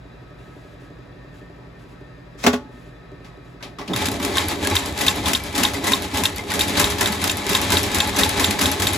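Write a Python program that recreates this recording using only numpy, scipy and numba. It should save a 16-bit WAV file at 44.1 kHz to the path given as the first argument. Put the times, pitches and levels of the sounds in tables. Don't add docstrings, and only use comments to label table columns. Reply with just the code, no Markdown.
import sys
import numpy as np
from scipy import signal
from scipy.fft import rfft, irfft, next_fast_len
from scipy.io import wavfile
from scipy.ndimage import uniform_filter1d
from numba import njit

SR = 44100
rng = np.random.default_rng(int(sys.argv[2]) if len(sys.argv) > 2 else 0)


def dump(signal):
    limited = np.clip(np.atleast_2d(signal).T, -1, 1)
    pcm = np.round(limited * 32767).astype(np.int16)
    wavfile.write(sys.argv[1], SR, pcm)


N = 395577
T = np.arange(N) / SR
FFT_SIZE = next_fast_len(N)
BIN_HZ = np.maximum(np.fft.rfftfreq(FFT_SIZE, 1 / SR), 1)
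RUN_START_S = 3.86

# (time [s], level [dB], crack re level [dB], pawl [dB], second push re level [dB])
SNAPS = [(4.382, -7, -15, -25, -10), (4.7662, -6, -17, -23, -6), (5.0809, -5, -13, -19, -1.5),
         (5.3496, -7, -14.5, -29, -5), (5.6499, -10, -9, -31, 1), (5.9342, -5, -16, -26, -4),
         (6.2548, -9, -12, -31, -3), (6.6086, -8, -8.5, -26, -5), (6.842, -7.5, -13, -20, -8),
         (7.059, -10, -13, -21, -11), (7.296, -11, -9.5, -17, -6), (7.549, -8.5, -9, -21, -2),
         (7.7698, -6.5, -9, -20, -11), (8.003, -8, -18, -17, -5), (8.234, -7, -10.5, -24, -14),
         (8.444, -6.5, -12.5, -15.5, -9), (8.657, -10.5, -7.5, -25, -14), (8.87, -9.5, -11, -19, -16)]
# (time [s], level [dB])
FEED_BLOWS = [(4.226, -20), (4.628, -38), (4.986, -21.5), (5.258, -14), (5.5508, -16.5), (5.84, -16.5),
              (6.14, -20), (6.503, -23), (6.7713, -15), (6.985, -23), (7.216, -21.5), (7.4662, -26),
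              (7.703, -18), (7.9159, -32), (8.162, -16.5), (8.372, -21), (8.589, -15.5), (8.797, -18)]
# (frequency [Hz], level [dB])
STEEL_SPECTRUM = [(2500, -0.5), (4000, -1), (6500, -3.5), (9000, -2), (12000, -7), (14500, -6),
                  (16500, -47)]
# (frequency [Hz], width [Hz], gain [dB])
BODY_MODES = [(838, 34.6, 22), (1042, 280, 21), (1290, 65, -12), (1480, 430, -1), (1773, 120, 11),
              (1956, 71, 20), (2340, 110, 12.5), (3140, 160, -33), (3900, 220, -11)]
FRAME_MODES = [(191.8, 26, -0.5), (266, 39.6, 1), (294.4, 52, 0.5), (358, 16.3, -3), (406.4, 14, 1.5),
               (583, 85, -8), (711, 160, -10)]


def take_up():
    # (frequency [Hz], gain [dB], t60 [s])
    arm_modes = [(1061, -22, .06), (1743, -24, .05), (2660, -21, .04), (3300, -5, .018), (3400, -8, .016),
                 (3600, -7, .016), (3695, 0, .019), (3800, -3.5, .015), (4080, -9, .012)]
    push_gap_s, jitter_s, spread_db = .00298, .00003, 3.5
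    pawl_lag_turns, pawl_hz, pawl_t60_s = .068, 7300, .031
    s, db, crack_db, pawl_db, again_db = np.transpose(SNAPS)
    grain = rng.standard_normal(N)
    again_s = s + push_gap_s + jitter_s * rng.standard_normal(len(s))
    scatter_db = spread_db * rng.standard_normal((len(s), len(arm_modes))).T
    arm = 0
    for (hz, mode_db, t60_s), offset_db in zip(arm_modes, scatter_db):
        push_db = db + offset_db * (mode_db < 0)
        push = blows(s, push_db - 1) + blows(again_s, push_db + again_db)
        push += bursts(s, push_db - 27, .012, .0006) * grain
        arm += undb(mode_db) * ring(resonate(push, [(hz, hz / 5, 0)]), hz, t60_s)
    crack = bursts(s, db + crack_db, .15, .00034) * colour(grit(11, .6), STEEL_SPECTRUM)
    turn_s = np.diff(s, prepend=2 * s[0] - s[1])
    pawl = resonate(blows(s + pawl_lag_turns * turn_s, pawl_db), [(pawl_hz, 400, 0)])
    return arm + ring(pawl, pawl_hz, pawl_t60_s), crack


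def linkages():
    # (time [s], level [dB])
    awl = [(3.961, -20.5), (4.249, -22), (4.65, -27), (5.0086, -14), (5.282, -16), (5.578, -13.5),
           (5.868, -13), (6.171, -16.5), (6.5364, -16.5), (6.796, -7.5), (7.008, -11.5), (7.24, -15),
           (7.492, -13), (7.7216, -10.5), (7.947, -13), (8.187, -8.5), (8.3963, -11.5), (8.612, -10),
           (8.821, -14)]
    lock = [(4.056, -12.5), (4.374, -19), (4.753, -7), (5.064, -10), (5.333, -12.5), (5.6325, -9.5),
            (5.92, -11), (6.236, -11), (6.5927, -9.5), (7.2759, -20), (7.53, -16), (7.9843, -24)]
    shuttle = [(4.115, -23.5), (4.4844, -19), (4.858, -24.5), (5.1583, -24.5), (5.437, -27.5),
               (5.742, -23.5), (6.0216, -26.5), (6.36, -25.5), (6.681, -19), (6.901, -18), (7.122, -20.5),
               (7.37, -23), (7.614, -17.5), (7.8302, -17.5), (8.073, -22), (8.291, -17), (8.5066, -20.5),
               (8.716, -18.5), (8.933, -17)]
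    slack = [(3.934, -23), (4.199, -25.5), (4.337, -45), (4.355, -22), (4.513, -28), (4.672, -25.5),
             (4.71, -22.5)]
    # (body [dB], thud [dB], sheen [dB], t60 [s], clink [Hz], clink [dB], rise [s])
    timbres = [(-3, -6.5, -27, 0.17, 4000, -9, 0.0014), (-4.5, -8, 0, 0.25, 3600, -27, 0.00033),
               (-13, -17.5, -12, 0.074, 2650, -9, 0.00018), (-5.5, -10.5, 13.5, 0.21, 4250, -9, 0.00075),
               (8.5, 2, -20, 0.08, 3400, 6, 0.00039)]
    # (time [s], level [dB])
    ticks = [(3.9353, -36), (3.9624, -15.5), (4.0246, -18), (4.057, -22), (4.0855, -13), (4.1977, -31),
             (4.2257, -19), (4.2483, -14.5), (4.3085, -37), (4.3379, -29), (4.3568, -32), (4.3703, -10),
             (4.4855, -28), (4.515, -23), (4.5579, -35), (4.6292, -30), (4.648, -14), (4.671, -9),
             (4.6996, -17), (4.7545, -18), (4.7879, -19), (4.859, -25), (4.885, -25), (4.9245, -26),
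             (4.9766, -15), (4.989, -21), (5.0074, -32), (5.065, -19), (5.0795, -18), (5.158, -31),
             (5.2368, -27), (5.2573, -23), (5.283, -13), (5.3334, -10.5), (5.4633, -29), (5.4977, -36),
             (5.5277, -21), (5.549, -27), (5.5606, -21), (5.5794, -28), (5.635, -7), (5.735, -18),
             (5.8415, -29), (5.868, -25), (5.9183, -14), (6.0211, -21), (6.047, -23), (6.0839, -32),
             (6.14, -33), (6.1722, -24), (6.235, -15.5), (6.2545, -9), (6.3598, -32), (6.382, -22),
             (6.4371, -30), (6.482, -32), (6.501, -24), (6.5174, -16), (6.5377, -25), (6.5923, -26),
             (6.6087, -15), (6.7738, -14), (6.7958, -18), (6.8422, -15), (6.905, -24), (6.9839, -17),
             (7.0103, -12), (7.058, -15), (7.073, -11), (7.1221, -26), (7.216, -16), (7.24, -13),
             (7.276, -13), (7.2965, -12), (7.313, -15), (7.4658, -15), (7.4907, -22), (7.531, -15),
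             (7.5494, -12), (7.615, -30), (7.7027, -12), (7.721, -7), (7.7696, -14), (7.9157, -15),
             (7.945, -10), (7.9841, -14), (8.0024, -6), (8.093, -14), (8.1627, -24), (8.184, -16),
             (8.234, -19), (8.2923, -19), (8.3722, -21), (8.396, -17), (8.444, -8), (8.5092, -9),
             (8.59, -20), (8.612, -20), (8.6566, -16), (8.715, -19), (8.798, -14), (8.8202, -14),
             (8.869, -11), (8.93, -23)]
    # (frequency [Hz], level [dB])
    sheen_spectrum = [(8500, -30), (10000, 21), (12000, 18), (14500, -24), (16500, -37)]
    groups = zip((FEED_BLOWS, awl, lock, shuttle, slack), timbres)
    rows = [(*blow, *timbre) for table, timbre in groups for blow in table]
    s, db, body_db, thud_db, sheen_db, t60_s, clink_hz, clink_db, rise_s = np.transpose(rows)
    clink_hz = clink_hz * np.exp(.18 * rng.standard_normal(len(s)))
    steel = grit(5.5, .63)
    late, soft = rng.random((len(s), 2, 2)).transpose(1, 2, 0)
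    bounce_s = np.minimum(s + .5 * t60_s * late, T[-1])
    envelope = bursts(s, db - 7.5, t60_s, rise_s)
    envelope += bursts(bounce_s, db - 6 - 8 * soft - 15 * late, t60_s=.017, rise_s=.0006)
    envelope += bursts(*np.transpose(ticks), t60_s=.014, rise_s=.00097)
    metal = envelope * colour(steel, STEEL_SPECTRUM)
    sheen = bursts(s, db + sheen_db - 6.5, .034 * t60_s, .00058) * colour(steel, sheen_spectrum)
    body = bursts(s, db + body_db - 9.5, 1.25 * t60_s, .0024) * unit(resonate(grit(5.8, .45), BODY_MODES))
    thud = bursts(s, db + thud_db - 2.5, 2 * t60_s, .0074) * unit(resonate(grit(0, .38), FRAME_MODES))
    return metal + sheen + body + thud + clinks(s, db + clink_db, clink_hz, .3 * t60_s)


def castings():
    # (time [s], frequency [Hz], peak [dB])
    frame_rings = [(2.648, 260, -37), (2.739, 250, -36), (2.776, 285, -43), (4.079, 265, -20),
                   (4.196, 280, -25), (4.229, 295, -29), (4.262, 312, -27), (4.291, 378, -25),
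                   (4.435, 308, -25), (4.526, 286, -22), (4.616, 296, -25), (4.682, 281, -27),
                   (4.714, 330, -23), (5.193, 302, -28), (5.303, 292, -28), (5.333, 236, -28),
                   (5.541, 293, -23.5), (5.597, 506, -29), (5.615, 250, -21), (5.832, 332, -24),
                   (5.905, 270, -24), (6.131, 280, -23.5), (6.22, 183, -24), (6.545, 267, -34),
                   (6.661, 283, -29), (7.013, 274, -32), (7.097, 202, -21), (7.458, 390, -23),
                   (7.512, 400, -19), (7.734, 403, -16), (7.767, 290, -22), (7.814, 400, -25),
                   (8.186, 413, -39), (8.4, 267, -23), (8.482, 201, -18), (8.634, 257, -21),
                   (8.67, 263, -19.5)]
    head_rings = [(3.9325, 3660, -22), (3.995, 2310, -30), (4.026, 876, -23), (4.368, 1080, -20),
                  (4.369, 1560, -25), (4.375, 1770, -24), (4.651, 1660, -24), (4.711, 2400, -27),
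                  (4.72, 860, -21), (4.749, 990, -25), (4.764, 2030, -28), (4.767, 2660, -29),
                  (5.073, 3030, -24), (5.077, 1540, -33), (5.08, 1064, -20), (5.083, 2700, -25),
                  (5.185, 2330, -30), (5.264, 1034, -26), (5.4, 2320, -33), (5.42, 2310, -38),
                  (5.745, 2120, -32), (6.025, 2220, -38), (5.33, 2980, -27), (5.643, 990, -23),
                  (5.841, 1990, -24), (5.87, 1300, -30), (5.878, 865, -25), (5.881, 2040, -22),
                  (5.913, 1860, -26), (5.916, 1010, -19.5), (6.192, 884, -24), (6.231, 1015, -23),
                  (6.249, 1610, -27), (6.25, 2750, -28), (6.389, 2090, -25.5), (6.505, 2360, -29),
                  (6.514, 1900, -25), (6.517, 1490, -27), (6.604, 2700, -24), (6.613, 2440, -33),
                  (6.79, 2700, -31), (6.795, 970, -21), (6.795, 1280, -32), (6.801, 1590, -24),
                  (7.007, 1740, -23), (7.01, 983, -21), (7.01, 1960, -24), (7.01, 2950, -26),
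                  (7.292, 2720, -26), (7.545, 1032, -19.5), (7.548, 2660, -22), (7.725, 990, -23),
                  (8.003, 1065, -22), (8.002, 2640, -21), (8.18, 2970, -31), (8.184, 1740, -18),
                  (8.189, 2500, -29), (8.209, 1880, -20), (8.258, 870, -18), (8.392, 1730, -25),
                  (8.399, 950, -23), (8.441, 2010, -30)]
    out, t = np.zeros(N), T[:SR // 8]
    for table, t60_s, rise_s in (frame_rings, .092, .0031), (head_rings, .037, .0037):
        envelope = (1 - np.exp(-t / rise_s)) ** 2 * 1000. ** (-t / t60_s)
        envelope /= envelope.max()
        for (s, hz, db), phase in zip(table, rng.random(len(table))):
            i = int(s * SR)
            out[i:i + len(t)] += (undb(db) * envelope * np.sin(2 * np.pi * (hz * t + phase)))[:N - i]
    return out


def drive():
    # (time [s], gears [dB], frame [dB], stand [dB])
    levels = [(3.86, -47, -61, -67), (3.89, -52, -41, -58), (3.903, -54, -24, -53), (3.918, -51, -20, -49),
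              (3.96, -28.5, -44, -39), (4.0, -27, -30, -32), (4.12, -29.5, -28, -23),
              (4.2, -33.5, -32, -38), (4.38, -28, -31.5, -30), (4.551, -28.5, -29.5, -32.5),
              (4.9, -31, -31, -32), (5.2, -29, -30.5, -27), (5.3, -27.5, -32, -33), (5.4, -36, -40, -31),
              (5.5, -28.5, -35, -36), (5.6, -26, -30, -32), (5.72, -33, -34, -32),
              (5.86, -25.5, -30.5, -33.5), (6.0, -31.5, -33.5, -35), (6.15, -28.5, -34.5, -31.5),
              (6.45, -34, -33.5, -38), (6.7, -23.5, -26.5, -27), (6.85, -22, -32.5, -25.5),
              (7.1, -29, -34, -28.5), (7.25, -28, -32, -30), (7.35, -31, -31.5, -34),
              (7.4, -29.5, -32.5, -31), (7.58, -25, -31.5, -29.5), (7.75, -23, -30, -25),
              (7.92, -26, -30.5, -25.5), (8.1, -26.5, -29.5, -28), (8.4, -24.5, -28, -24.5),
              (8.621, -25.5, -28, -31), (8.75, -28, -31.5, -24), (8.97, -24.5, -29.5, -29)]
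    # (frequency [Hz], level [dB])
    grind_spectrum = [(500, 3.5), (900, 5), (2200, 1), (3700, 5.5), (5500, -4), (8000, -4), (11000, -7.5),
                      (14000, -16), (16500, -40)]
    # (frequency [Hz], width [Hz], gain [dB])
    stand_modes = [(59, 200, -17.5), (80.5, 23, 2), (102, 30.5, -2.5), (131, 120, -10)]
    s, *means_db = np.transpose(levels)
    slowness, swings_db = shaft_load()
    grind, drone, thump = (undb(np.interp(T, s, mean_db, left=-99) + swing_db)
                           for mean_db, swing_db in zip(means_db, swings_db))
    teeth = grit(5, .51)
    gears = unit(colour(teeth, grind_spectrum) + .91 * unit(resonate(teeth, BODY_MODES)))
    shake = grit(0, .2)
    lowest_mode = undb(-6.5 * np.log2(slowness)) * resonate(shake, FRAME_MODES[:1])
    frame = unit(lowest_mode - resonate(shake, FRAME_MODES[1:]))
    rumble = resonate(grit(0, .043), stand_modes)
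    stand = unit(resonate(rumble, stand_modes[:1] + stand_modes[2:]))
    return grind * (gears + loose_parts()) + drone * frame + thump * stand


def shaft_load():
    # (phase [turns], gears [dB], frame [dB], stand [dB])
    cycle = [(0, 0.5, -5.5, 0.5), (.12, 1, -1.5, -6.5), (.25, -2, -1.5, -1), (.36, 0.5, 0, -5.5),
             (.46, -4, -1.5, -1), (.56, -3, -0.5, -8.5), (.68, 1.5, -0.5, -1.5), (.8, 0, 1, -6),
             (.92, -1, 1, -0.5)]
    exponents = [1.9, 0.28, -0.91]
    first_feed_s, first_end_s, feed_phase_turns, reference_turn_s = 3.94, 4.07, .635, .25
    shakes_db, shake_hz = (1.5, 1.2, 2), 24.67
    feeds_s = np.r_[first_feed_s, np.transpose(FEED_BLOWS)[0]]
    ends_s = np.r_[first_end_s, np.transpose(SNAPS)[0]]
    ends_s = np.r_[ends_s, 2 * ends_s[-1] - ends_s[-2]]
    k = np.arange(len(feeds_s))
    marks_s = np.r_[np.c_[feeds_s, ends_s[:-1]].ravel(), ends_s[-1]]
    marks_turns = np.r_[np.c_[k + feed_phase_turns, k + 1].ravel(), len(k) + 1]
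    turns = np.interp(T, marks_s, marks_turns)
    slowness = np.interp(T, (ends_s[1:] + ends_s[:-1]) / 2, np.diff(ends_s)) / reference_turn_s
    phase, *loads_db = np.transpose(cycle)
    return slowness, [slowness ** p * np.interp(turns, phase, db, period=1) + shake_db * walk(shake_hz)
                      for db, p, shake_db in zip(loads_db, exponents, shakes_db)]


def loose_parts():
    pitches_hz = [2260, 2240, 3540, 3800, 4550, 4800, 7200, 8000]
    count = 260
    when, which, soft = rng.random((count, 3)).T
    s = RUN_START_S + when * (T[-1] - RUN_START_S)
    hz = np.array(pitches_hz)[(which * len(pitches_hz)).astype(int)]
    return clinks(s, -3 - 8 * soft, hz, t60_s=np.full(count, .03))


def lever():
    # (time [s], level [dB], crack re level [dB], crack rise [s])
    knocks = [(2.438, -23, 1, 0.0016), (2.4636, -11, 0.5, 0.0017), (2.529, -18.5, -4.5, 0.0021)]
    # (frequency [Hz], gain [dB], t60 [s])
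    modes = [(84.5, -6.5, 0.19), (215, 1, 0.08), (249, 11.5, 0.14), (296, 1, .05), (418, 6.5, 0.15),
             (568, -5.5, 0.2), (678, 6.5, 0.045), (818, -9, .18), (860, -19, 0.55), (1073, -4, 0.1),
             (1135, -4, .15), (1450, -5.5, 0.16), (1583, -6, .05), (1810, -15, 0.12), (2750, -13, 0.08),
             (3460, -7, .08)]
    # (time [s], rms [dB])
    scrape = [(2.375, -59), (2.39, -45), (2.425, -42), (2.441, -29), (2.45, -70)]
    # (frequency [Hz], width [Hz], gain [dB])
    catch_modes = [(1780, 4600, 7), (2770, 170, 7), (5100, 150, -5), (6960, 9000, -5)]
    # (frequency [Hz], level [dB])
    crack_spectrum = [(600, 5.5), (2700, -1), (6000, -7), (16000, -22.5)]
    s, db, crack_db, rise_s = np.transpose(knocks)
    push = blows(s, db - 33) + blows(s + .0063, db - 2.5)
    ringing = sum(undb(mode_db) * ring(resonate(push, [(hz, hz / 2.9, 0)]), hz, t60_s)
                  for hz, mode_db, t60_s in modes)
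    crack = bursts(s, db + crack_db + 5, .12, rise_s) * colour(grit(3.4, .77), crack_spectrum)
    slide_db = np.interp(T, *np.transpose(scrape), left=-99, right=-99)
    return ringing, crack + undb(slide_db) * unit(resonate(grit(1.6, .71), catch_modes))


def clutch():
    # (time [s], frequency [Hz], rms [dB])
    groan = [(3.885, 240, -33), (3.915, 209, -35), (3.94, 143, -32.5), (3.964, 119, -25.5),
             (4.0, 94.5, -48), (4.05, 79, -33), (4.09, 80, -50)]
    s, hz, db = np.transpose(groan)
    cycles = np.cumsum(np.interp(T, s, hz)) / SR
    return sine(2 * np.pi * cycles, np.interp(T, s, db, left=-99, right=-99))


def pedal():
    # (time [s], level [dB], body re level [dB], thud re level [dB], t60 [s],
    # clink [Hz], clink re level [dB])
    clicks = [(3.2445, -49.5, 3, 0, 0.23, 2080, -10), (3.6044, -56, 16, 1, 0.11, 1540, 12),
              (3.6255, -35, -13, 1, 0.2, 1225, -2), (3.7854, -37.5, 2.5, 3.5, 0.22, 1150, 6),
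              (3.813, -37.5, 3, 14.5, 0.034, 2250, 7), (3.877, -33.5, -7, -5, 0.12, 2660, -12)]
    # (frequency [Hz], level [dB])
    rod_spectrum = [(1200, -9), (2200, 2.5), (4000, 0.5), (5600, -4), (6500, -10.5), (11000, -15),
                    (16500, -34)]
    s, db, body_db, thud_db, t60_s, clink_hz, clink_db = np.transpose(clicks)
    rod = bursts(s, db + 2.5, t60_s, .00069) * colour(grit(2.4, .62), rod_spectrum)
    body = bursts(s, db + body_db - 4, 3.2 * t60_s, .0024) * unit(resonate(grit(2.7, 1), BODY_MODES))
    thud = bursts(s, db + thud_db - .5, 2.2 * t60_s, .0057) * unit(resonate(grit(0, .22), FRAME_MODES))
    return rod + body + thud + clinks(s, db + clink_db, clink_hz, .79 * t60_s)


def motor():
    # (frequency [Hz], rms [dB])
    tones = [(50.2, -53.5), (58.7, -54.5), (94, -61), (120, -52.5), (125.2, -59), (130, -53.5), (145, -62),
             (159.3, -63), (240, -63), (278, -64), (360, -61), (487, -64), (600, -67), (716, -68.5)]
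    # (frequency [Hz], width [Hz], rms [dB])
    bands = [(52.6, 16, -67), (130, 40, -55), (159.5, 21, -61), (868, 14, -69.5), (975, 11, -67),
             (1134, 24, -66.5), (1276, 3.5, -64), (1306, 8.2, -70), (1547, 24, -69.5), (1666, 16, -67),
             (1912, 24, -70), (2080, 24, -73), (2417, 7, -71), (2470, 12, -73), (2680, 16, -71),
             (3408, 30, -76), (3499, 14, -75), (3890, 70, -72), (4780, 150, -79)]
    # (time [s], rms [dB])
    whine_levels = [(0, -66), (1.0, -62), (1.35, -60), (1.8, -61.5), (2.3, -62), (3.9, -61.5)]
    hum_hz, wobble_hz = 170.35, 5.1
    steady = sum(sine(2 * np.pi * (hz * T + rng.random()), db) for hz, db in tones)
    wobble_rad = 2 * np.pi * (wobble_hz * T + rng.random())
    hum = (1 - .25 * np.cos(wobble_rad)) * sine(2 * np.pi * hum_hz * T + np.sin(wobble_rad), -51.5)
    bearings = sum(undb(db + 1.2 * walk(rate_hz=1.5)) * noise_band(hz, width) for hz, width, db in bands)
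    whine = undb(np.interp(T, *np.transpose(whine_levels))) * noise_band(hz=1809, width_hz=12)
    return steady + hum + bearings + whine


def belt():
    # (frequency [Hz], width [Hz], gain [dB])
    pulley_modes = [(58, 9.3, -14), (93, 15, -5), (288, 8, 4.5), (394, 20, 0), (468, 22, -13),
                    (596, 19, -6.5)]
    lap_hz, rms_db = 11.74, -50
    s = np.arange(.052, T[-1], 1 / lap_hz)
    joint = blows(s, 2.5 * rng.standard_normal(len(s)))
    return undb(rms_db) * unit(resonate(joint, pulley_modes))


def rustle():
    # (time [s], length [s], rms [dB])
    moves = [(.39, 0.35, -62.5), (0.806, 0.051, -61), (1.347, 0.042, -58.5), (1.797, 0.031, -60),
             (1.89, 0.04, -61), (2.723, 0.17, -61), (3.25, 0.02, -60), (3.45, .08, -64)]
    # (frequency [Hz], level [dB])
    cloth_spectrum = [(1500, 0), (3000, 2), (5000, -7.5), (8000, -6.5), (12000, -11.5), (16500, -24)]
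    rise_s, fall_s, floor_db = .013, .033, -67
    power = undb(floor_db) ** 2 * (T < RUN_START_S)
    for s, length_s, db in moves:
        fade = np.maximum((s - T) / rise_s, (T - s - length_s) / fall_s)
        power += (undb(db) * np.exp(-np.maximum(fade, 0))) ** 2
    return np.sqrt(power) * colour(grit(1.3, .07), cloth_spectrum)


def shop_air():
    # (frequency [Hz], level [dB])
    air_spectrum = [(20, -23), (45, 0), (170, -3), (300, -3.5), (700, -8.5), (930, -16), (1100, -15),
                    (2500, -20.5), (2800, -27), (5000, -30), (8000, -61), (12000, -75), (16500, -62)]
    mid, side = (colour(rng.standard_normal(N), air_spectrum) for _ in range(2))
    side = signal.lfilter(*signal.butter(1, 350, "high", fs=SR), 1.18 * side)
    return undb(-49) * np.array([mid + side, mid - side])


def room(x):
    # (frequency [Hz], t60 [s], level re direct [dB])
    bands = [(98, 1, -29), (390, 0.26, -10.5), (1370, 0.14, -4.5), (4000, 0.29, -15.5),
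             (10300, 0.023, -12.5)]
    t, tail = T[:SR // 2], 0
    for hz, t60_s, db in bands:
        bandpass = signal.butter(1, [hz / 2, min(hz * 2, .45 * SR)], "band", fs=SR)
        band = signal.lfilter(*bandpass, rng.standard_normal((2, len(t))))
        fade = decay(t, t60_s, rise_s=.00045)
        tail += undb(db) * band * fade / np.sqrt(np.sum(fade ** 2))
    return x + signal.fftconvolve(x.mean(axis=0, keepdims=True), tail, axes=1)[:, :N]


def clinks(s, db, hz, t60_s):
    out, t = np.zeros(N), T[:SR // 20]
    for start_s, gain, part_hz, length_s in zip(s, undb(db), hz, t60_s):
        i = int(start_s * SR)
        tone = noise_band(part_hz, part_hz / 64, len(t)) * decay(t, length_s, rise_s=.00024)
        out[i:i + len(t)] += gain * tone[:N - i]
    return out


def grit(spread_db, stereo_width):
    mid, side = rng.standard_normal((2, N))
    size = undb(spread_db * np.minimum(rng.exponential(size=N), 4))
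    return unit((mid + stereo_width * side * np.array([[1], [-1]])) * size)


def decay(t, t60_s, rise_s):
    return (1 - np.exp(-t / rise_s)) * 1000. ** (-t / t60_s)


def bursts(s, db, t60_s, rise_s):
    power = np.zeros(N)
    for start, gain, length, rise in np.broadcast(s, undb(db), np.clip(t60_s, .005, .6), rise_s):
        i = int(start * SR)
        t = T[:min(int(length * SR), N - i)]
        power[i:i + len(t)] += (gain * decay(t, length, rise)) ** 2
    return np.sqrt(power)


def blows(s, db):
    x = np.zeros(N)
    x[(np.asarray(s) * SR).astype(int)] = undb(db)
    return x


def ring(x, hz, t60_s):
    pole = np.exp(2j * np.pi * hz / SR - np.log(1000) / (t60_s * SR))
    return signal.lfilter([0, pole.imag], [1, -2 * pole.real, abs(pole) ** 2], x)


def resonate(x, peaks):
    return sum((-1) ** k * undb(db) * signal.lfilter(*signal.iirpeak(hz, hz / width_hz, SR), x)
               for k, (hz, width_hz, db) in enumerate(peaks))


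def noise_band(hz, width_hz, samples=N):
    return unit(resonate(rng.standard_normal(samples), [(hz, width_hz, 0)]))


def colour(x, spectrum):
    gain = undb(per_bin(spectrum)) * (BIN_HZ > spectrum[0][0] / 2)
    return unit(irfft(rfft(x, FFT_SIZE) * gain, FFT_SIZE)[..., :N])


def per_bin(table):
    hz, value = np.transpose(table)
    return np.interp(np.log(BIN_HZ), np.log(np.maximum(hz, 1)), value)


def walk(rate_hz):
    hold = int(SR / rate_hz)
    steps = np.repeat(rng.standard_normal(N // hold + 1), hold)
    return unit(uniform_filter1d(uniform_filter1d(steps, hold), hold)[:N])


def sine(phase_rad, rms_db):
    return np.sqrt(2) * undb(rms_db) * np.sin(phase_rad)


def undb(db):
    return 10 ** (np.asarray(db) / 20)


def unit(x):
    return x / np.sqrt(np.mean(x ** 2))


@njit
def follow(x, attack_s, release_s):
    envelope, level = np.empty(len(x)), 0.
    for i in range(len(x)):
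        level += (x[i] - level) / (SR * (attack_s if x[i] > level else release_s))
        envelope[i] = level
    return envelope


def scene():
    idle, air, cloth = motor() + belt(), shop_air(), rustle()
    arm_ring, arm_crack = take_up()
    lever_ring, lever_noise = lever()
    ringing = arm_ring + lever_ring
    wet = undb(-11)
    machine = arm_crack + lever_noise + linkages() + castings() + pedal() + drive() + clutch() + idle
    return (1 - wet) * ringing + room(wet * ringing + machine + cloth) + air


def record(dry):
    # (frequency [Hz], power share [-])
    crosstalk = [(5500, 0.01), (7200, .3), (16000, .3)]
    # (frequency [Hz], left minus right [dB])
    balance = [(60, 0.4), (1000, 0), (2500, 3), (5000, 3.5), (7000, 2.5), (12000, 1.5)]
    # (frequency [Hz], left lead [rad])
    phase = [(60, 0), (1200, -.2), (2900, .8), (3900, .3), (7300, 0), (8500, -2.9), (9500, -3.3),
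             (10700, -6), (11600, -6.5), (12800, -9.2), (13800, -9.6), (14900, -12.4), (16500, -12.6)]
    threshold_db, ratio, ceiling, cutoff_hz = -14, 2.1, 1.05, 16550
    left, right = rfft(dry, FFT_SIZE)
    share = np.clip(per_bin(crosstalk), 0, 1)
    right = np.sqrt(share) * left + np.sqrt(1 - share) * right
    skew = undb(per_bin(balance) / 2) * np.exp(.5j * per_bin(phase))
    stereo = irfft(np.array([left * skew, right / skew]), FFT_SIZE)[:, :N]
    level = follow(np.abs(stereo).max(axis=0), attack_s=.018, release_s=.15)
    gain = np.minimum(1, undb(threshold_db) / (level + 1e-9)) ** (1 - 1 / ratio)
    lowpass = signal.ellip(12, .2, 85, cutoff_hz, fs=SR, output="sos")
    return signal.sosfilt(lowpass, ceiling * np.tanh(stereo * gain / ceiling))


dry = scene()
out = record(dry)
dump(out)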